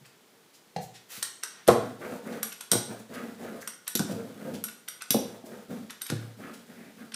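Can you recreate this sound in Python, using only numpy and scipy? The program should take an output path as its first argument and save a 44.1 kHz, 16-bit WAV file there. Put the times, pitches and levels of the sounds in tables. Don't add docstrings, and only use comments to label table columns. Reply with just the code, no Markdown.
import sys
import numpy as np
from scipy import signal
from scipy.fft import rfft, irfft, next_fast_len
from scipy.io import wavfile

SR = 44100
rng = np.random.default_rng(int(sys.argv[2]) if len(sys.argv) > 2 else 0)


def int16_out(signal):
    q = np.round(np.clip(np.atleast_2d(signal).T, -1, 1) * 32767)
    wavfile.write(sys.argv[1], SR, q.astype(np.int16))


N = 315315
TIME = np.arange(N) / SR
AGE = TIME[:SR * 3 // 5]


def from_db(db):
    return 10 ** (np.asarray(db) / 20)


def rms_one(x):
    return x / np.sqrt(np.mean(x ** 2) + 1e-20)


def at_hz(points, hz):
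    pitches, values = np.transpose(points)
    return np.interp(np.log(np.maximum(hz, 1)), np.log(pitches), values)


def colour(x, *curves):
    size = next_fast_len(len(x))
    hz = np.fft.rfftfreq(size, 1 / SR)
    gain = from_db(sum(at_hz(curve, hz) for curve in curves))
    return rms_one(irfft(rfft(x, size) * gain, size)[:len(x)])


def cut_bass(x, hz, order):
    return signal.sosfilt(signal.butter(order, hz, "high", fs=SR, output="sos"), x)


def fade(t60):
    return from_db(-60 * AGE / max(t60, 1e-4))


def add(track, start, sound):
    i = max(int(start * SR), 0)
    track[i:i + len(sound)] += sound[:max(N - i, 0)]


def drift(per_s, size):
    targets = rng.standard_normal(4000)
    return np.interp(np.arange(size) / SR * per_s, np.arange(len(targets)), targets)


def grains(per_s, spread_db, size=N):
    sizes = from_db(spread_db * np.minimum(rng.exponential(1, size), 4))
    return sizes * rng.choice([-1, 1], size) * (rng.random(size) < per_s / SR)


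def friction(length, hz, octaves, spread_db=0.0, per_s=13000):
    size = int(length * SR)
    hump = [(hz * 2 ** (k * octaves), -6 * k * k) for k in range(-3, 4)]
    impacts = grains(per_s, spread_db, size=len(AGE))[:size]
    return colour(impacts, hump) * np.sin(np.linspace(0, np.pi, size))


def strike(tones, curve, scatter_db, detune):
    out = 0
    for hz, db, t60 in tones:
        gain = from_db(db + at_hz(curve, hz) + scatter_db * rng.normal()) * rng.choice([-1, 1])
        pitch = hz * (1 + detune * rng.normal())
        out = out + gain * fade(t60) * np.sin(2 * np.pi * pitch * AGE)
    return out


def hand_move(start, length, swell_db, speed_up_s=0.04, slow_down_s=0.05):
    age = TIME - start
    speed = np.clip(np.minimum(age / speed_up_s, (length - age) / slow_down_s), 0, 1)
    return speed * from_db(swell_db * (np.clip(age / length, 0, 1) - .5))


# pitch in Hz, seconds to fall 60 dB.
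ECHO_TIMES = [(110, 0.46), (300, 0.43), (1500, 0.5), (5000, 0.47), (9000, 0.39), (15000, 0.23)]

def room(x, wet_db, gap_s):
    tail, edges = 0, np.geomspace(70, 18000, 9)
    for low, high in zip(edges, edges[1:]):
        band_filter = signal.butter(2, [low, high], "band", fs=SR, output="sos")
        band = signal.sosfilt(band_filter, rng.standard_normal(len(AGE)))
        tail = tail + band * fade(at_hz(ECHO_TIMES, np.sqrt(low * high)))
    echoes = signal.fftconvolve(x, tail * np.clip(AGE / gap_s - 1, 0, 1))[:len(x)]
    return x + from_db(wet_db) * echoes * np.linalg.norm(x) / np.linalg.norm(echoes)


# pitch in Hz, level in dB.
HISS_CURVE = [(18, -58.5), (30, -13), (49, -34), (123, -4.5), (197, 2), (307, -0.5), (467, 3), (505, -3),
              (2420, -9), (2760, -11.5), (2990, -9), (4090, -11), (15500, -17.5)]

def hiss(db=-60):
    return from_db(db) * colour(rng.standard_normal(N), HISS_CURVE)


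# start in seconds, level in dB, pitch in Hz above which the blow
# weakens, bass boom in dB.
TABLE_BLOWS = [(0.01, -55.5, 450, 13), (1.177, -42, 343, -2), (1.677, -14, 525, -19),
               (1.684, -4, 1290, -23), (1.688, -2.5, 1240, -14), (2.719, -22.5, 940, -7),
               (2.731, -19.5, 1000, -10), (2.751, -20, 834, 0), (3.952, -23, 480, -18),
               (3.996, -14, 282, -11), (4.001, -24.5, 960, -15), (4.112, -25, 610, -9),
               (5.106, -21, 376, -25), (5.145, -10, 666, -22), (5.165, -17, 560, -25),
               (5.438, -34.5, 701, -15), (6.1, -28.5, 693, -0.5), (6.12, -21.5, 620, 1.5)]
# pitch in Hz, level in dB, ring time in seconds.
TABLE_TONES = [(114, -5.5, 0.5), (142, 1, 0.14), (175, -1, 0.08), (233.5, 0, 0.14), (355.4, 1.5, 0.12),
               (478, 7, 0.071), (532, -0.5, 0.061), (585, -6.5, 0.077), (673, 3.5, 0.052), (827, -1, .07),
               (1070, -13, 0.09), (1090, -5, 0.083), (1280, -12, .05)]
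# pitch in Hz, level in dB.
PUSH_CURVE = [(50, -39.5), (85, -51.5), (115, -17), (175, 3), (235, 10.5), (310, -7), (450, -5.5), (720, 2),
              (950, -6), (1400, -4), (1800, -8.5), (3500, 3.5)]

def thuds(push_db=-3, push_t60=0.045, ring_db=-18, usual_boom_db=-10, rise_s=0.0012):
    out = np.zeros(N)
    for start, db, top_hz, boom_db in TABLE_BLOWS:
        contact = [(140, boom_db - usual_boom_db), (190, 0), (top_hz, 0),
                   (2 * top_hz, -23), (10 * top_hz, -46)]
        push = colour(rng.standard_normal(len(AGE)), PUSH_CURVE, contact) * fade(push_t60)
        push *= np.linalg.norm(fade(push_t60)) / np.linalg.norm(push)
        ring = strike(TABLE_TONES, contact, scatter_db=4.5, detune=0.0032)
        onset = 1 - np.exp(-AGE / rise_s)
        blow = onset * (from_db(push_db) * push + from_db(ring_db) * ring)
        add(out, start, room(from_db(db) * blow, wet_db=-4.5, gap_s=0.0039))
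    return cut_bass(out, hz=98, order=4)


# start in seconds, length in seconds, level in dB, centre pitch in Hz.
GRAZES = [(0.045, 0.029, -55.5, 2060), (0.049, 0.025, -59, 8000), (0.53, 0.047, -58, 4870),
          (0.804, 0.054, -50.5, 7260), (0.932, 0.055, -52, 3220), (1.48, .19, -58.5, 1710)]

def grazes():
    out = np.zeros(N)
    for start, length, db, hz in GRAZES:
        add(out, start, from_db(db) * friction(length, hz, octaves=1.25))
    return out


# start in seconds, level in dB, hardness as treble in dB.
BRUSH_LANDINGS = [(0.7627, -30.5, -2), (0.787, -32.5, -17)]
# pitch in Hz, level in dB, ring time in seconds.
BRUSH_TONES = [(118.8, -14.5, 0.59), (137, -8.5, 0.15), (181, 0, 0.071), (414, -4, 0.047),
               (490, -0.5, 0.058), (620, -9, 0.022), (757, 8.5, 0.028), (773, 1.5, 0.038), (870, -3, 0.028),
               (1010, -13, 0.022), (2040, 1, .008), (4210, 2, 0.012)]

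def brush(tick_db=-7):
    out = np.zeros(N)
    for start, db, hard_db in BRUSH_LANDINGS:
        knock = strike(BRUSH_TONES, [(250, 0), (800, hard_db)], scatter_db=1.5, detune=0.0033)
        add(knock, 0, from_db(tick_db + hard_db) * friction(length=0.009, hz=2800, octaves=1.25))
        add(out, start, room(from_db(db) * knock, wet_db=-1.0, gap_s=0.0019))
    return cut_bass(out, hz=100, order=2)


# pitch in Hz, level in dB.
WRAP_CURVE = [(290, -30.5), (500, -3.5), (686, -12), (737, -11.5), (1330, -3), (1650, -2.5), (14400, -5),
              (15500, -6.5)]

def bubble_wrap(db=-44.5):
    drag = hand_move(start=1.083, length=0.14, swell_db=-3.5)
    return from_db(db) * drag * colour(grains(per_s=7200, spread_db=3.0), WRAP_CURVE)


# clink time in seconds, level in dB, then the low tones,
# main ring, treble and first snap as changes in dB, and the length of the slide in seconds.
AXLE_HITS = [(1.2271, -15, -4.5, 4, -4, -2.5, .005), (1.4348, -19.5, -0.5, 0.5, -8, -12, .008),
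             (1.677, -17.5, 3, 2, -1, -16, 0.0091), (1.6841, -13.5, 5.5, -12, 1, -13.5, 0.0061),
             (2.43, -16.5, -0.5, -1.5, 0.5, -7, 0.0058), (2.525, -27, -6, -6, -5, -14, 0.0064),
             (2.609, -24.5, 0, -2, -4, -10, 0.0037), (2.716, -7.5, -7, 1.5, -0.5, -17, 0.0048),
             (2.7329, -17.5, 0.5, 2, -3, -2, 0.014), (3.675, -21.5, 0, 1, 1, -10, 0.0023),
             (3.8779, -20.5, 0.5, 2.5, 0.5, -6, 0.012), (3.9525, -13.5, -9.5, -8.5, 0, -10, 0),
             (3.9593, -20, -14, -6, -12, -5, 0.008), (3.9935, -20.5, -1, 1, -10, 5, 0),
             (4.6392, -20, -3.5, 0.5, 2, -7, 0), (4.687, -35.5, 9, -11, -6, -10, 0.0054),
             (4.8846, -22, -3.5, 1, -1, -9, .008), (5.02, -25, -1.5, -2, -8, -22, .014),
             (5.1057, -9.5, -11, -8.5, 1, 3, 0), (5.905, -27.5, -2, -5.5, -7, -6, .01),
             (6.0176, -21, -4.5, 0.5, 1.5, -10, .006), (6.066, -28, -17, -2, -2, -4, 0.0069),
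             (6.1, -19.5, 2, -9, -6.5, -16, 0.012), (7.121, -37, 0, -3, -6, -12, 0.0023),
             (7.1424, -23, -3.5, -1, -16, -13, .006)]

def slides(db=-42.5, overlap_s=0.004):
    out = np.zeros(N)
    for hit_time, *_, length in AXLE_HITS:
        if length > .002:
            scrape = friction(length + overlap_s, hz=2300, octaves=1.12)
            add(out, hit_time - length, from_db(db) * scrape)
    return out


# pitch in Hz, level in dB, ring time in seconds.
FRAME_TONES = [(1415, -12, 0.036), (1478, -8, 0.056), (3840, -21.5, 0.013), (5780, -21.5, 0.035),
               (5650, -7, 0.032), (6100, -22.5, 0.11), (7650, -20.5, 0.035), (8330, -4.5, 0.0278),
               (8910, -8, 0.035), (8750, -3, 0.076), (9600, -26, .025), (11760, -6.5, 0.027),
               (11740, -24, 0.022), (13050, 7.5, 0.011), (14700, -15.5, .02)]
# pitch in Hz, level in dB.
CRACK_CURVE = [(120, -29), (400, -8.5), (900, -7), (1400, 4.5), (2600, -6.5), (3700, 2), (4900, -3),
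               (5750, 3.5), (6500, -5), (9000, 2), (10500, -3.5), (11400, 19), (12600, -13), (14000, 5)]

def clinks(crack_db=-4, crack_t60=0.021, rattle_s=0.042, snap_t60=0.0037, ring_db=-11, rise_s=0.00005):
    out = np.zeros(N)
    for start, db, low_db, main_db, treble_db, snap_db, _ in AXLE_HITS:
        force = from_db(db)
        tilt_db = 11 * force
        contact = [(1800, low_db), (3300, 0.007), (7600, 0), (8750, main_db), (10000, 0.0095),
                   (11350, treble_db - 5 - tilt_db), (13300, treble_db - 12 + tilt_db)]
        snap = from_db(snap_db) * fade(snap_t60)
        rattle = from_db(crack_db) * fade(crack_t60 + rattle_s * force)
        crack = colour(rng.standard_normal(len(AGE)), CRACK_CURVE, contact) * (snap + rattle)
        ring = from_db(ring_db) * strike(FRAME_TONES, contact, scatter_db=-1.0, detune=0.011)
        onset = 1 - np.exp(-AGE * force / rise_s)
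        add(out, start, room(force * onset * (crack + ring), wet_db=-3.5, gap_s=0.0032))
    return cut_bass(out, hz=300, order=2)


# start in seconds, length in seconds, then the levels of
# rumble, axle buzz and wet paint in dB, and the swell from start to end in dB.
STROKES = [(1.786, 0.18, -43.5, -52, -55, -12), (1.981, 0.22, -43, -40.5, -50, 1),
           (2.216, 0.19, -42.5, -43, -50, 10), (2.872, 0.18, -52.5, -50.5, -57.5, -28),
           (3.088, 0.28, -44, -48, -53, -8.5), (3.376, 0.26, -44, -46, -54.5, -10),
           (4.049, 0.3, -42.5, -47.5, -55, -9), (4.339, 0.26, -41, -47.5, -53.5, 6),
           (5.226, 0.17, -54, -52, -60, -5), (5.44, 0.22, -50.5, -50, -59, -6.5),
           (5.683, 0.22, -44.5, -53.5, -60, -27.5), (6.177, 0.17, -54.5, -58, -63, -15),
           (6.368, 0.28, -48.5, -55, -60, -9), (6.658, 0.3, -53, -59.5, -66, -4),
           (6.953, 0.15, -47.5, -56.5, -61, -8)]
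# pitch in Hz, level in dB.
RUMBLE_CURVE = [(50, -97), (100, -14), (140, -12.5), (175, -4.5), (228, 4), (285, -3), (320, -19.5),
                (360, -11), (500, -45.5)]
BUZZ_CURVE = [(250, -52), (350, 3), (420, 2), (470, 4), (540, 0.5), (620, -0.5), (700, -4), (850, -8.5),
              (1000, -11.5), (1400, -31)]
SQUELCH_CURVE = [(700, -70), (1100, 9.5), (1500, 12.5), (2000, 7.5), (2700, -1.5), (4000, -13), (7000, -35)]
CRACKLE_CURVE = [(2000, -2.5), (3800, 2.5), (6000, -3), (9000, -1), (15000, -5.5)]

def rolling(lumpy_db=2.2, sticky_db=4.5, pops_db=-8, crackle_db=-58.5, usual_paint_db=-50.5):
    rumble, buzz, squelch, crackle = np.zeros((4, N))
    for start, length, rumble_db, buzz_db, paint_db, swell_db in STROKES:
        effort = hand_move(start, length, swell_db)
        rumble += from_db(rumble_db) * effort
        buzz += from_db(buzz_db) * effort
        squelch += from_db(paint_db) * effort
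        wetness = from_db(paint_db - usual_paint_db) * effort
        crackle += from_db(crackle_db) * wetness ** 0.29
    lumps = from_db(lumpy_db * drift(per_s=48, size=N))
    bumps = rumble * colour(grains(per_s=2300, spread_db=2.5), RUMBLE_CURVE)
    axle = buzz * colour(grains(per_s=2500, spread_db=3.5), BUZZ_CURVE)
    wet_paint = colour(grains(per_s=950, spread_db=-0.5), SQUELCH_CURVE)
    film = squelch * (wet_paint + from_db(pops_db) * pops())
    threads = crackle * colour(grains(per_s=11000, spread_db=6.5), CRACKLE_CURVE)
    stickiness = from_db(sticky_db * (drift(per_s=35, size=N) - .5))
    return lumps * (bumps + axle + film * stickiness) + threads


def pops(low_hz=1200, high_hz=2700, sizes=12, ring_cycles=22):
    out = np.zeros(N)
    for hz in np.geomspace(low_hz, high_hz, sizes):
        ring = np.sin(2 * np.pi * hz * AGE) * fade(ring_cycles / hz)
        out += signal.oaconvolve(grains(per_s=14, spread_db=2.5), ring[:2048])[:N]
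    return rms_one(out)


# start in seconds, level in dB, centre pitch in Hz.
PAINT_BLOBS = [(2.319, -48.5, 1900), (2.985, -55, 7000), (3.135, -46.5, 3620), (3.425, -58, 1890),
               (3.604, -46.5, 5450), (4.105, -44.5, 4310), (4.535, -44.5, 3420), (5.452, -52.5, 6570),
               (5.698, -62, 1660), (6.529, -50.5, 4340)]

def blobs():
    out = np.zeros(N)
    for start, db, hz in PAINT_BLOBS:
        smack = friction(length=0.03, hz=hz, octaves=1.64, spread_db=4.5, per_s=7000)
        add(out, start, from_db(db) * smack)
    return out


# start in seconds, length in seconds, level in dB, centre pitch in Hz.
PAINT_PEELS = [(3.62, 0.015, -43, 1696), (6.72, 0.21, -59, 1970)]

def peels():
    out = np.zeros(N)
    for start, length, db, hz in PAINT_PEELS:
        add(out, start, from_db(db) * friction(length, hz, octaves=0.35))
    return out


# start in seconds, length in seconds, level in dB, then the
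# first, middle and last pitch in Hz.
AXLE_GROANS = [(4.14, 0.13, -38.5, 463, 466, 450), (4.445, 0.092, -36.5, 511, 528, 444)]

def groans(waver=0.022, overtone_db=-17):
    out = np.zeros(N)
    for start, length, db, *pitches in AXLE_GROANS:
        along = np.linspace(0, 1, int(length * SR))
        hz = np.interp(along, [0, .5, 1], pitches) * (1 + waver * drift(per_s=150, size=len(along)))
        phase = 2 * np.pi * np.cumsum(hz) / SR
        note = np.sin(phase) + from_db(overtone_db) * np.sin(3 * phase)
        add(out, start, from_db(db) * np.sin(np.pi * along) * note)
    return out


def scene():
    wrap = bubble_wrap()
    background = hiss()
    handling = room(grazes() + wrap + slides(), wet_db=-1.0, gap_s=0.0014)
    painting = room(rolling() + blobs() + peels(), wet_db=-4, gap_s=0.0065)
    return (clinks() + thuds() + brush() + handling + painting + groans() + background)[None]


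def record(dry):
    treble_cut = signal.ellip(10, .1, 80, 15400, fs=SR, output="sos")
    return signal.sosfilt(treble_cut, np.tanh(dry))


dry = scene()
out = record(dry)
int16_out(out)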